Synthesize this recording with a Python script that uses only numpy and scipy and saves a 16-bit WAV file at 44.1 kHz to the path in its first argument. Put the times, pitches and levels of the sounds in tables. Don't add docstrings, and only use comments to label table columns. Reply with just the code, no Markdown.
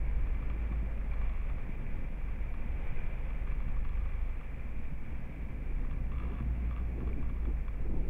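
import sys
import numpy as np
from scipy import signal
from scipy.fft import rfft, irfft
from scipy.io import wavfile
from scipy.ndimage import uniform_filter1d

SR = 44100
rng = np.random.default_rng(int(sys.argv[2]) if len(sys.argv) > 2 else 0)


def wav_out(sig):
    wavfile.write(sys.argv[1], SR, np.round(np.clip(np.atleast_2d(sig).T, -1, 1) * 32767).astype(np.int16))


N = 356769

# time_s, firings_per_s
FIRING_RATE = [(0, 26.4), (.4, 26.0), (.7, 26.9), (1.25, 25), (1.75, 23.8), (3.45, 23.8), (4.24, 25.4),
               (5.6, 25.8), (6.0, 30.5), (6.7, 29), (7.53, 28.8), (8.09, 23)]


def engine(wobble=.007, uneven_db=1.5, roof_hz=75.4, roof_width_hz=2.5, roof_lift_db=9.5):
    # time_s, base_db, octave_db
    shaking = [(0, -35, -37.5), (.3, -31.5, -34), (.78, -50, -35), (1.03, -37, -38.5), (1.25, -35, -34.5),
               (1.75, -38, -50), (2.3, -38.5, -41), (3.1, -38.5, -43), (3.5, -34, -36.5),
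               (4.24, -34.5, -39), (4.45, -40, -47), (4.8, -50.5, -44.5), (5.5, -48.5, -47.5),
               (5.72, -33, -43), (6.7, -46, -33), (7.35, -37, -38.5), (7.53, -34, -35), (7.7, -37.5, -39)]
    # multiple_of_firing_rate, level_db
    overtones = [(.5, -18.5), (1.5, -9.5), (3, -19.5), (5, -24), (6, -29)]
    rate, = in_time(FIRING_RATE)
    base_db, octave_db = in_time(shaking)
    phase = 2 * np.pi * np.cumsum(rate * (1 + wobble * drift(1.35))) / SR
    throb = from_db(base_db + uneven_db * drift(3)) * np.sin(phase)
    throb -= from_db(octave_db + uneven_db * drift(11)) * np.cos(2 * phase - np.pi / 4)
    for multiple, level_db in overtones:
        lift_db = roof_lift_db / (1 + (2 * (multiple * rate - roof_hz) / roof_width_hz) ** 2)
        waver_db = 2 * uneven_db * drift(11)
        throb += from_db(base_db + level_db + lift_db + waver_db) * np.sin(multiple * phase)
    return np.sqrt(2) * throb, phase


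def body_sway(level_db=-37.0):
    # pitch_hz, level_db
    boom_tone = [(10, -0.5), (14, 12.5), (20, -15), (30, -40), (42, -13), (55, -5), (68, -6), (85, -16.5),
                 (115, -24.5), (200, -48.5)]
    ground_db = ground_roughness()
    return from_db(level_db + (ground_db - ground_db.mean()) / 3) * noise(boom_tone)


def tyre_rumble(lumpy_db=1.0):
    # pitch_hz, level_db
    thud_tone = [(70, -6), (100, 1.5), (135, 2), (175, -3.5), (225, -3.5), (290, -11), (420, -21),
                 (600, -29.5), (1000, -41)]
    thuds = grains(per_s=900, spread_db=4.5) * from_db(lumpy_db * drift(10))
    return from_db(ground_roughness()) * coloured(thuds, thud_tone)


def ground_roughness():
    # time_s, level_db
    paving = [(0.0, -49), (2.42, -50), (2.72, -49.5), (3.39, -50), (3.77, -49.5), (4.24, -50.5),
              (6.37, -44.5), (7.7, -50.5)]
    # middle_s, length_s, lift_db
    patches = [(.72, 0.61, 3), (1.933, 0.29, 6.5), (2.8, 0.56, 3.5), (5.35, 0.89, 2), (5.896, 0.44, 1),
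               (6.408, 0.23, 1), (7.06, 0.75, 4), (8.047, 0.47, 9.5)]
    paving_db, = in_time(paving)
    return paving_db + sum(lift_db * swell(middle, length) for middle, length, lift_db in patches)


def wheel_jolts(gain_db=-0.5):
    # time_s, strength_db
    joints = [(0.56, -33), (0.713, -27.5), (0.827, -31), (1.691, -28), (5.987, -40), (6.283, -38),
              (6.405, -27), (6.463, -32.5), (7.029, -26), (7.193, -31.5), (7.353, -43), (7.483, -33.5)]
    times, strength_db = np.transpose(joints)
    force = clicks(times, from_db(strength_db + gain_db))
    return (.55 * ring(force, hz=125, fade_s=.05)
            - ring(force, hz=207, fade_s=.03)
            + .42 * ring(force, hz=330, fade_s=.018))


def tyre_hiss(phase, tread_gain_db=5.0, grit_gain_db=-1.0, pulsing=0.026, flutter_db=0.76):
    # time_s, tread_db, grit_db
    rolling = [(0.0, -61, -60), (0.69, -59, -57.5), (1.1, -61.5, -61), (1.12, -58, -57.5),
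               (1.28, -60, -57.5), (2.29, -61, -59), (3.08, -58.5, -55.5), (3.44, -61.5, -59),
               (5.66, -63, -60.5), (6.07, -63, -63), (6.11, -62, -61.5), (6.36, -62.5, -61),
               (7.82, -63.5, -63), (8.07, -67, -65)]
    # pitch_hz, level_db
    tread_tone = [(150, -4.5), (300, -0.5), (480, 4.5), (535, 5), (590, 1.5), (900, -0.5), (1250, -4),
                  (1420, -5.5), (1700, -3), (1900, -4), (2300, -27), (3000, -28.5)]
    # pitch_hz, level_db
    grit_tone = [(1400, -19), (1900, -12), (2040, 3), (2130, -3), (2250, 2.5), (2340, 4), (2520, -3.5),
                 (2700, -7), (2900, -13), (3100, -17), (3400, -17.5), (3700, -24.5), (4400, -54),
                 (8000, -63)]
    tread_db, grit_db = in_time(rolling)
    tread = from_db(tread_db + tread_gain_db) * noise(tread_tone)
    grit = from_db(grit_db + grit_gain_db) * coloured(grains(per_s=7000, spread_db=3.5), grit_tone)
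    return (tread + grit) * (1 + pulsing * np.cos(phase)) * from_db(flutter_db * drift(7.6))


def mount_rattle(gain_db=4.0, brightening=.3, scatter_db=1.8, bounce_s=.0065, bounce_db=-9.5):
    # pitch_hz, level_db, fade_s
    case_notes = [(985, -10, .045), (1140, -.5, .03), (1240, -2.5, .025), (1350, -7, .02), (1680, -7, .014),
                  (2290, -7, .02), (2720, -10, .015), (3350, -14, .013), (3540, -20, .013),
                  (4150, -27, .016)]
    times, knock_db = mount_knocks()
    chance = rng.standard_normal((len(times), len(case_notes) + 1))
    bounces = times + bounce_s * np.exp(0.23 * chance[:, -1])
    span = int(.16 * SR)
    nearby_knocks = np.abs(uniform_filter1d(clicks(times, np.ones(len(times))), span) * span)
    chatter = grains(per_s=130, spread_db=3.0) * from_db(-65) * np.sqrt(nearby_knocks)
    rate = np.interp(times, *np.transpose(FIRING_RATE))
    edge_db = np.interp(rate, [25.5, 26.5], [3, -4])
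    out = np.zeros(N)
    for k, (hz, note_db, fade_s) in enumerate(case_notes):
        treble = np.clip((hz - 1100) / 2100, 0, 1)
        tone_db = treble * brightening * (knock_db - knock_db.mean())
        if k == len(case_notes) - 1:
            tone_db += edge_db
        sizes = from_db(knock_db + gain_db + tone_db + scatter_db * chance[:, k])
        force = clicks(times, sizes) + clicks(bounces, sizes * from_db(bounce_db)) + chatter
        out += (-1) ** k * from_db(note_db) * ring(force, hz, fade_s)
    return out


def mount_knocks(hard_gain_db=-6.0, offbeat_db=-4.0, spread_db=1.2, gap_s=.01):
    # time_s, strength_db
    hard_knocks = [(0.4236, -43), (0.4993, -40), (0.7234, -45.5), (1.135, -41.5), (1.4975, -44),
                   (2.2847, -46), (2.5391, -44), (3.304, -45.5), (3.473, -44.5), (3.519, -45.5),
                   (4.4099, -47), (5.8475, -46), (6.1826, -42), (6.1997, -42), (6.4008, -42.5),
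                   (6.763, -41), (7.004, -44.5), (7.3804, -53), (7.4525, -42.5), (7.6804, -42)]
    # start_s, knock_count, knocks_per_firing, strength_db
    runs = [(.269, 4, .5, -51.5), (1.135, 8, 1, -50), (1.498, 2, .5, -53), (3.519, 5, .5, -51.5),
            (3.891, 6, 1, -51), (4.135, 3, .5, -54.5), (5.91, 2, 2, -50.5), (6.118, 18, 2, -50.5),
            (6.709, 2, 2, -50), (6.763, 3, 2, -48.5), (7.073, 2, 2, -49), (7.227, 3, .5, -51)]
    rate, = in_time(FIRING_RATE)
    firings = np.cumsum(rate) / SR
    hard_s, hard_db = np.transpose(hard_knocks)
    times, strengths_db = [hard_s], [hard_db + hard_gain_db]
    for start, count, per_firing, strength_db in runs:
        elapsed = np.arange(count) / per_firing
        run_s = np.searchsorted(firings, firings[int(start * SR)] + elapsed) / SR
        swing_db = offbeat_db * np.sin(np.pi * elapsed / 2) ** 2
        run_db = strength_db + swing_db + spread_db * rng.standard_normal(count)
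        free = np.abs(run_s[:, None] - hard_s).min(axis=1) > gap_s
        times.append(run_s[free])
        strengths_db.append(run_db[free])
    return np.concatenate(times), np.concatenate(strengths_db)


def grit_snaps():
    # time_s, strength_db
    snaps = [(1.116, -49), (2.196, -52), (7.13, -45)]
    times, strength_db = np.transpose(snaps)
    force = clicks(times, from_db(strength_db))
    return ring(force, hz=2260, fade_s=.039) - ring(force, hz=2440, fade_s=.012)


def wind(breeze_db=-68, lumpy_db=3.5):
    # middle_s, length_s, level_db
    gusts = [(.5, 1.0, -60.5), (1.916, 0.49, -59), (2.906, 0.48, -62), (5.646, 0.47, -60.5),
             (6.316, 0.19, -51), (7.03, 0.24, -46), (7.19, 0.08, -52.5), (7.346, 0.078, -51),
             (7.48, 0.088, -50), (7.995, 0.32, -45.5)]
    # pitch_hz, level_db
    wind_tone = [(130, -17.5), (240, -0.5), (340, -1), (450, -7), (620, -18.5), (900, -20.5), (1500, -39)]
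    gusting = sum(from_db(level_db) * swell(middle, length) for middle, length, level_db in gusts)
    swirls = noise(wind_tone) * from_db(lumpy_db * np.tanh(drift(33)))
    return (from_db(breeze_db) + gusting) * unit_power(swirls)


def running_gear_whines(wobble=.005, waver_db=2.5):
    # pitch_hz, start_s, loudest_s, end_s, level_db
    whines = [(535, .5, 3.2, 6.5, -68), (905, 1.3, 2.2, 4.2, -71.5), (699, 6.2, 6.45, 7.4, -63.5)]
    out = np.zeros(N)
    for hz, start, loudest, end, level_db in whines:
        fade = np.sqrt(np.interp(np.arange(N) / SR, [start, loudest, end], [0, 1, 0]))
        phase = 2 * np.pi * np.cumsum(hz * (1 + wobble * drift(12))) / SR
        out += fade * from_db(level_db + waver_db * drift(7)) * np.sin(phase)
    return out


def through_case(x, cutoff_hz=4600):
    return signal.sosfilt(signal.butter(8, cutoff_hz, fs=SR, output="sos"), x)


def from_db(db):
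    return 10 ** (np.asarray(db) / 20)


def unit_power(x):
    return x / np.sqrt(np.mean(x ** 2) + 1e-20)


def in_time(rows):
    times, *columns = np.transpose(rows)
    return [np.interp(np.arange(N) / SR, times, column) for column in columns]


def drift(rate):
    hz = np.arange(N // 2 + 1) * SR / N
    return unit_power(irfft(rfft(rng.standard_normal(N)) / (1 + (hz / rate) ** 2), N))


def coloured(source, tone):
    hz = np.arange(N // 2 + 1) * SR / N + 1
    points_hz, points_db = np.transpose(tone)
    gain = from_db(np.interp(np.log(hz), np.log(points_hz), points_db))
    roll_off = np.minimum(1, np.minimum(hz / points_hz[0], points_hz[-1] / hz)) ** 2
    return unit_power(irfft(rfft(source) * gain * roll_off, N))


def noise(tone):
    return coloured(rng.standard_normal(N), tone)


def grains(per_s, spread_db):
    hits = (rng.random(N) < per_s / SR) * rng.choice([-1, 1], N)
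    return hits * from_db(spread_db * np.clip(rng.standard_normal(N), -2, 2))


def clicks(times, sizes):
    return np.bincount(np.clip(np.round(times * SR).astype(int), 0, N - 1), sizes, N)


def ring(force, hz, fade_s):
    decay = from_db(-60 / (fade_s * SR))
    step = 2 * np.pi * hz / SR
    return signal.lfilter([0, np.sin(step)], [1, -2 * decay * np.cos(step), decay ** 2], force + 1e-18)


def swell(middle, length):
    return np.exp(-(2 * (np.arange(N) / SR - middle) / length) ** 2)


def scene():
    throb, phase = engine()
    car = throb + body_sway() + tyre_rumble() + tyre_hiss(phase) + running_gear_whines()
    muffled = through_case(wind() + wheel_jolts() + grit_snaps() + mount_rattle())
    return (car + muffled)[None]


def record(dry, hiss_db=-78.5, fade_in_s=.004, cutoff_hz=15720):
    # pitch_hz, level_db
    hiss_tone = [(3000, -0.13), (5300, 0.8), (7000, -0.2), (15500, -0.31)]
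    heard = dry * np.minimum(1, np.arange(N) / (fade_in_s * SR))
    heard = heard + from_db(hiss_db) * noise(hiss_tone)
    return signal.sosfilt(signal.ellip(12, .1, 80, cutoff_hz, fs=SR, output="sos"), heard)


dry = scene()
out = record(dry)
wav_out(out)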